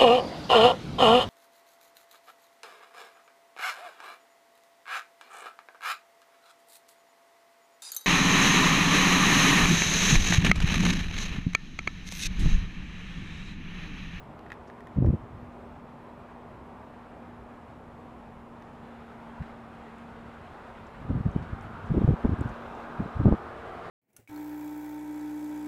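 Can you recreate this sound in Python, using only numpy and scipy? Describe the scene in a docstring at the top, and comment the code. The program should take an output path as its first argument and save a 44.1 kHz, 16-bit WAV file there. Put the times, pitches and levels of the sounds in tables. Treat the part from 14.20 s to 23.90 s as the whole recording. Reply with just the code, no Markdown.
"""On a test road, an electric bus rolls up and turns below the microphone. Rolling contact makes its
tyres roar and grow brighter, and grit ticks under the treads. The drive hums, and its gear tones rise
as the bus pulls out of the turn. Gusts break over the microphone as trains of eddies, each a dull
puff of pressure, and light impacts click on a small hard part close by."""
import sys
import numpy as np
from scipy import signal
from scipy.fft import rfft, irfft, next_fast_len
from scipy.io import wavfile
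from scipy.ndimage import uniform_filter1d, map_coordinates

SR = 44100
rng = np.random.default_rng(int(sys.argv[2]) if len(sys.argv) > 2 else 0)


def to_wav(s):
    """Save 16-bit WAV."""
    ch = np.atleast_2d(s).T  # columns
    pcm = np.round(np.clip(ch, -1, 1) * 32767)  # PCM
    wavfile.write(sys.argv[1], SR, pcm.astype(np.int16))


N = 427769


def amp(db):
    """Decibels as an amplitude ratio."""
    return 10 ** (np.asarray(db) / 20)


def unit(x):
    """A signal normalised to rms 1."""
    return x / np.sqrt(np.mean(x ** 2) + 1e-20)


def gain_at(spectrum, hz):
    """Amplitude gain of a spectrum in dB, interpolated over log frequency."""
    freqs, db = np.transpose(spectrum)
    return amp(np.interp(np.log(hz + 1e-9), np.log(freqs), db))


def curves(rows):
    """Linear interpolation in time: one value per sample for each later column."""
    times, *columns = np.transpose(rows)
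    return [np.interp(np.arange(N) / SR, times, column) for column in columns]


def swell(peak_s, sigma_s):
    """A Gaussian envelope of height 1."""
    return np.exp(-((np.arange(N) / SR - peak_s) / sigma_s) ** 2 / 2)


def wobble(rate):
    """Smooth random modulation, with rate knots a second."""
    knots = rng.standard_normal(2048)
    coarse = np.arange(0, N, 32)
    return np.interp(np.arange(N), coarse, map_coordinates(knots, [coarse * rate / SR], mode="mirror"))


def filtered(x, response):
    """Linear filtering: the spectrum is multiplied by a frequency response."""
    size = next_fast_len(len(x) + 4096)
    return irfft(rfft(x, size) * response(np.fft.rfftfreq(size, 1 / SR)), size)[:len(x)]


def rush(spectrum, patchy_db):
    """Coloured noise of rms 1, its gain varying in random patches of time and frequency."""
    bins = signal.stft(rng.standard_normal(N), nperseg=1024)[2]
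    patches = uniform_filter1d(rng.standard_normal(bins.shape), size=4, axis=0)
    patches = uniform_filter1d(patches, size=12, axis=1)
    noise = signal.istft(bins * amp(patchy_db * unit(patches)), nperseg=1024)[1][:N]
    return unit(filtered(noise, lambda hz: gain_at(spectrum, hz)))


def tone(hz, drift_hz, waver_db):
    """A sine of rms 1 with random frequency and amplitude modulation."""
    phase = 2 * np.pi * np.cumsum(hz + drift_hz * wobble(12)) / SR
    return unit(np.sin(phase) * amp(waver_db * wobble(7)))


def add(track, start_s, sound):
    """Superpose a sound on the track."""
    start = int(np.clip(round(start_s * SR), 0, N - 1))
    track[start:start + len(sound)] += sound[:N - start]


# Rolling noise as the bus nears. Each row: time in seconds, roar level in dB, tread level in dB.
ROLLING_LEVELS = [(0,-50.5,-59), (4.25,-50.5,-59.5), (4.7,-50.5,-56.5), (5.3,-49.5,-55), (6.3,-50,-54),
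                  (7.1,-47,-53.5), (7.6,-46,-52), (8.3,-44.5,-51.5), (8.7,-44,-53), (9,-42.5,-51),
                  (9.3,-45,-52), (9.7,-44.5,-48)]
# Spectra of the five rolling layers. Each row: frequency in Hz, relative density in dB.
BODY_SPECTRUM = [(15, -15.5), (30, -3.5), (45, -5), (62, 2.5), (95, -0.5), (130, -0.5), (200, -1.5),
                 (300, -5.5), (500, -19), (1200, -47), (3000, -97)]
ROAR_SPECTRUM = [(100, -17), (250, -8.5), (400, 0), (550, -0.5), (750, 1.5), (950, -1), (1200, -5),
                 (1600, -21.5), (2500, -21), (5000, -61.5)]
TREAD_SPECTRUM = [(400, -31), (900, -0.5), (1350, 1.5), (1650, -1.5), (2050, -6), (2600, -10.5),
                  (3300, -14), (4000, -19), (4700, -26.5), (6000, -38.5), (10000, -45)]
HISS_SPECTRUM = [(2000,-17), (4000,3), (5200,5.5), (6100,1.5), (7400,2.5), (9000,-1.5), (10500,-4),
                 (12500,-14.5), (15000,-19), (16000,-19)]
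SCRUB_SPECTRUM = [(2000,-24), (2900,-5), (3400,-2), (4000,-2), (4400,-12.5), (5300,-10), (6200,-13),
                  (9000,-24)]

def tyres():
    """Rolling contact radiates broadband noise; sideways friction adds a scrub in the turn."""
    roar_db, tread_db = curves(ROLLING_LEVELS)
    body_db = -51 + 0.36 * (roar_db - roar_db.mean())
    hiss_db = -77.5 + 0.69 * (tread_db - tread_db.mean())
    air = wobble(5)  # moving air sways the sound on its way
    scuff = wobble(28)  # the treads meet uneven asphalt
    body = amp(body_db) * rush(BODY_SPECTRUM, patchy_db=1.5)
    roar = amp(roar_db + 0.68 * air) * rush(ROAR_SPECTRUM, patchy_db=1.0)
    tread = amp(tread_db + 0.24 * air + 0.63 * scuff) * rush(TREAD_SPECTRUM, patchy_db=1.15)
    hiss = amp(hiss_db + 0.3 * air + 0.45 * scuff) * rush(HISS_SPECTRUM, patchy_db=0.9)
    turning = swell(peak_s=8.57, sigma_s=0.6)
    scrub = amp(-69 + 0.6 * scuff) * turning * rush(SCRUB_SPECTRUM, patchy_db=2.0)
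    return body + roar + tread + hiss + scrub


# The hum sinks as the bus stops heading for the microphone. Each row: time in seconds, pitch in Hz.
HUM_PITCHES = [(0,241.7), (3.5,238.8), (5,232.4), (6.8,229.1), (8.5,233), (9.7,236.2)]
# Strength of the hum. Each row: time in seconds, level in dB.
HUM_LEVELS = [(0,-60), (.7,-53), (4.3,-54), (5.3,-50), (5.8,-50), (6.2,-56.5), (6.8,-56.5), (7.6,-50),
              (8.6,-49), (9.15,-53), (9.7,-62)]
# The gear tone. Each row: time in seconds, pitch in Hz, base level in dB.
GEAR_TONE = [(0,408.3,-54.5), (2,401.6,-56.5), (4,399,-59), (7.3,400.3,-69), (8.3,414,-56), (8.7,429.8,-57),
             (9.25,455,-51.5), (9.7,464,-50)]
# Its orders. Each row: multiple of the pitch, level in dB relative to the base at its loudest.
GEAR_PARTIALS = [(.777,-5), (.883,-11), (1,-2), (1.425,-11), (1.6,-11.5), (2.2,-17.5), (2.39,-9),
                 (2.57,-7.5), (3.55,-17.5)]
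# The casing's rush, heard once the bus is side-on. Each row: time in seconds, level in dB.
CASING_LEVELS = [(0,-88), (5.5,-66), (6.8,-60.5), (7.5,-54), (8.15,-50), (8.6,-50.5), (9.1,-47),
                 (9.4,-53.5), (9.7,-50)]
# Spectra of that rush and of a faint sizzle. Each row: frequency in Hz, relative density in dB.
CASING_SPECTRUM = [(300,-44), (700,-13), (1050,0.5), (1280,5), (1550,1.5), (1750,-5), (2200,-36),
                   (4000,-97.5)]
SIZZLE_SPECTRUM = [(5500,-24), (6800,-4), (7500,-3), (8500,-16.5), (9400,-9.5), (10100,-3), (11500,-32)]

def drive():
    """Rotation radiates tones over a rush; all gear tones but one swell further as it gets louder."""
    hum_hz, = curves(HUM_PITCHES)
    hum_db, = curves(HUM_LEVELS)
    gear_hz, gear_db = curves(GEAR_TONE)
    casing_db, = curves(CASING_LEVELS)
    hum = amp(hum_db) * tone(hum_hz, drift_hz=1.6, waver_db=1.14)
    whine = amp(-8) * tone(1225 + 22 * wobble(60), drift_hz=8, waver_db=2.0)
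    casing = amp(casing_db) * (whine + rush(CASING_SPECTRUM, patchy_db=2.4))
    extra_swell = amp(0.87 * (gear_db - gear_db.max()))
    gears = np.zeros(N)
    for row, (order, db) in enumerate(GEAR_PARTIALS):
        gain = amp(db) * (1 if row == 1 else extra_swell)
        gears += gain * tone(order * gear_hz, drift_hz=0.95, waver_db=-1.5)
    facing = swell(peak_s=4.4, sigma_s=1.3)  # the front faces the microphone
    sizzle = amp(-89) * facing * rush(SIZZLE_SPECTRUM, patchy_db=3.0)  # likely the roof electronics
    return hum + casing + amp(gear_db) * gears + sizzle


# Spectrum of an eddy. Each row: multiple of its centre frequency, relative density in dB.
EDDY_SPECTRUM = [(.05, -34), (.15, -4), (.35, 1), (.7, 2), (1, -3), (1.5, -10.5), (2.2, -19.5), (3.5, -33),
                 (6, -50.5), (14, -102), (40, -120)]

def eddy(t, centre_hz, sigma_s=0.0071, core_gain=0.78):
    """A passing vortex gives one pressure pulse, its core, inside a burst of turbulence."""
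    colour = lambda hz: gain_at(EDDY_SPECTRUM, hz / centre_hz)
    swirl = filtered(rng.standard_normal(len(t)), colour) * np.exp(-(t / sigma_s) ** 2 / 2)
    phase_shift = np.exp(2j * np.pi * rng.random())
    core = filtered(1.0 * (t == 0), lambda hz: colour(hz) * phase_shift)
    return unit(unit(swirl) + core_gain * unit(core))


# Gusts. Each row: start in seconds, length in seconds, level in dB, eddy centre in Hz.
WIND_GUSTS = [(0.764,0.032,-21.5,205), (0.799,.018,-23,145), (.817,.024,-20.5,200), (0.845,0.013,-15.5,175),
              (0.868,.012,-18,200), (.880,0.011,-11.5,128), (0.899,.013,-18.5,195), (0.928,0.022,-22.5,165),
              (0.944,0.022,-34,150), (1.016,.024,-41,115), (1.141,0.016,-41,100), (1.22,.023,-44.5,170),
              (5.205,0.014,-29.5,108), (6.85,0.037,-38,220), (6.896,.018,-22,195), (6.924,0.037,-26.5,145),
              (6.962,0.027,-24.5,175), (6.997,0.019,-26.5,180), (7.055,0.018,-20,165),
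              (7.079,0.019,-27.5,180), (7.157,0.014,-21,283), (7.178,0.057,-35,155), (7.324,0.02,-28,143),
              (7.448,0.022,-37,140.3), (7.635,0.021,-35.5,140), (7.698,.027,-22,165),
              (7.741,0.014,-24.5,275), (7.764,0.027,-17.5,225), (7.81,.017,-23,290),
              (7.834,0.023,-17.5,155), (7.882,0.016,-14,225), (7.903,0.025,-20.5,190),
              (7.928,.014,-19.5,190), (8.043,0.022,-20,370), (8.07,0.015,-28.5,160.1),
              (8.088,.014,-21.5,235), (8.116,0.024,-22,175), (8.193,0.024,-24,220), (8.251,0.018,-26.5,179),
              (8.796,.017,-24.5,200), (8.817,0.052,-35,218), (8.959,0.017,-27.5,115.2),
              (8.999,0.016,-19.5,200), (9.023,0.024,-26.5,130), (9.051,.011,-17.5,280),
              (9.063,.011,-10.5,185), (9.077,.011,-14,280), (9.092,0.031,-22.5,263), (9.13,.017,-23.5,270)]
# Weak, restless air around them. Each row: start in seconds, length in seconds, level in dB.
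WIND_BREEZES = [(0.975,.33,-49.5), (6.76,0.93,-44), (8.274,0.052,-38)]

def wind(gap_s=0.016, breeze_hz=134, low_cut_hz=33):
    """Turbulent flow shares its energy among a train of eddies; the smaller ones sound higher."""
    out, t = np.zeros(N), np.arange(-2048, 2048) / SR
    breezes = [(*row, breeze_hz) for row in WIND_BREEZES]
    for start, length, db, centre_hz in WIND_GUSTS + breezes:
        count = max(1, round(length / gap_s))
        scatter = rng.standard_normal((count, 3))
        late, strong, small = (scatter - scatter.mean(axis=0)).T
        times = start + length * (np.arange(count) + 0.5 + 0.18 * late) / count
        share = np.sqrt(length * SR / count / len(t))
        gains = amp(db) * unit(amp(3 * strong)) * share
        centres = centre_hz * 2 ** (0.14 * small)
        for middle, gain, hz in zip(times, gains, centres):
            add(out, middle + t[0], gain * eddy(t, hz))
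    return filtered(out, lambda hz: hz ** 2 / (hz ** 2 + low_cut_hz ** 2))


# Steep fronts in the hardest gusts. Each row: start in seconds, peak before smoothing in dB.
PRESSURE_FRONTS = [(0.8467,-14), (0.867,-19.5), (7.878,-13), (8.049,-9), (9.057,-8.5), (9.125,-5.5)]

def fronts(push_s=0.0033, lead_samples=128):
    """A pressure front slaps the microphone: sudden compression, then rarefaction."""
    out, t = np.zeros(N), np.arange(SR // 16) / SR
    pulse = (1 - t / push_s) * np.exp(-t / push_s)
    slap = filtered(np.pad(pulse, (lead_samples, 0)), lambda hz: 1 / (1 + (hz / 1000) ** 4))
    for start, db in PRESSURE_FRONTS:
        add(out, start - lead_samples / SR, amp(db) * slap)
    return out


# Contacts close by. Each row: start in seconds, relative levels of ring and crack in dB.
CONTACTS = [(.192,-54,-40), (.264,-43,-48), (.3,-47,-51), (0.3035,-37.5,-39), (0.319,-30.5,-31),
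            (0.3273,-42,-44), (0.3297,-40,-42), (.34,-54,-45), (0.5,-46,-46), (0.606,-45,-41),
            (.671,-43.5,-40), (.862,-47,-37.5), (4.423,-45.5,-44)]
# Modes of the struck part. Each row: frequency in Hz, relative level in dB, 60 dB decay in seconds.
PART_MODES = [(980,-11,.025), (1440,-3,0.024), (1714,4,0.015), (1847,6.5,0.023), (2520,-7,0.023),
              (3050,-11,.02), (3660,-12,0.02), (5450,-25,.015)]
# Spectrum of the crack. Each row: frequency in Hz, relative density in dB.
CRACK_SPECTRUM = [(500,-7), (1700,9), (3600,2.5), (4700,-4.5), (6300,-5.5), (8000,-15.5), (11800,-12),
                  (15000,-27.5)]

def clicks(attack_s=0.00018, crack_t60=0.009):
    """Impact excites the damped modes of a small hard part, along with a dry broadband crack."""
    out, t = np.zeros(N), np.arange(SR // 16) / SR
    attack = 1 - np.exp(-t / attack_s)
    for start, ring_db, crack_db in CONTACTS:
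        ring = sum(amp(ring_db + db + rng.normal(0, 2.4) - 60 * t / t60) * np.sin(2 * np.pi * hz * t)
                   for hz, db, t60 in PART_MODES)
        noise = unit(filtered(rng.standard_normal(len(t)), lambda hz: gain_at(CRACK_SPECTRUM, hz)))
        crack = amp(crack_db - 60 * t / crack_t60) * noise
        add(out, start, attack * (ring + crack))
    return amp(-7) * out


# Larger stones. Each row: start in seconds, level in dB, centre in Hz, 60 dB decay in seconds.
STONES = [(.472,-63.5,5170,.1), (5.223,-46,1800,.046), (5.783,-64,8000,0.02), (6.667,-63,6000,.035),
          (7.111,-66,6000,0.069), (7.222,-59,3900,.1), (7.41,-59,6500,0.017), (7.421,-66,10000,0.065),
          (7.657,-67,6300,0.13), (8.185,-67,9350,.03), (8.209,-50,7300,0.015), (8.276,-66,8480,.04),
          (8.29,-62,6500,.06), (8.551,-63,6000,.025)]

def grit(fine_per_s=3.5, fine_hz=6030, fine_t60=0.022):
    """Stones under the treads emit noise transients: a slowly crushed one scuffs, a flung one ticks."""
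    out, t = np.zeros(N), np.arange(SR // 8) / SR
    tread_db = curves(ROLLING_LEVELS)[1]
    onsets = rng.integers(N, size=round(fine_per_s * N / SR))
    fine = [(i / SR, tread_db[i] + rng.normal(-23.5, 1), fine_hz * rng.lognormal(0, 0.25), fine_t60)
            for i in onsets]
    for start, db, centre_hz, t60 in STONES + fine:
        detuning = lambda hz: hz / centre_hz - centre_hz / (hz + 1)
        band = lambda hz: 1 / (1 + (1.8 * detuning(hz)) ** 2) / (1 + (hz / 13000) ** 8)
        noise = unit(filtered(rng.standard_normal(len(t)), band))
        attack = 1 - np.exp(-t / (0.025 * t60))
        add(out, start, attack * amp(db - 60 * t / t60) * noise)
    return out


# Brief tones in the turn. Each row: middle in seconds, length in seconds, pitch in Hz, level in dB.
ROAR_TONES = [(5.944,0.59,467,-60.5), (7.62,0.28,888,-55.5), (7.785,0.24,1129,-59), (8.573,0.49,778,-56.5),
              (8.84,0.29,690,-55)]

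def roar_tones():
    """Brief faint tones stand out of the tyre roar, perhaps from the periodic tread pattern."""
    out, t = np.zeros(N), np.arange(N) / SR
    for middle, length, hz, db in ROAR_TONES:
        envelope = np.exp(-((t - middle) / (length / 2)) ** 2)
        out += amp(db) * envelope * tone(hz, drift_hz=0.011 * hz, waver_db=-4.0)
    return out


# The microphone's own noise. Each row: frequency in Hz, relative density in dB.
FLOOR_SPECTRUM = [(100,4), (8000,-1), (12500,0.5), (14800,-4.5), (15500,-12)]

def noise_floor():
    """Self-noise of the microphone sets a faint broadband floor."""
    return amp(-82.5) * rush(FLOOR_SPECTRUM, patchy_db=3.5)


def scene():
    """Superposition: the pressures of bus, wind and clicks add at one microphone."""
    mix = noise_floor() + tyres() + roar_tones() + drive() + clicks() + wind() + fronts() + grit()
    return mix[None]


def record(dry):
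    """Band limiting: an ideal low-pass filter removes the highest treble."""
    top_hz = 15500
    return np.array([filtered(channel, lambda hz: hz < top_hz) for channel in dry])


dry = scene()
out = record(dry)
to_wav(out)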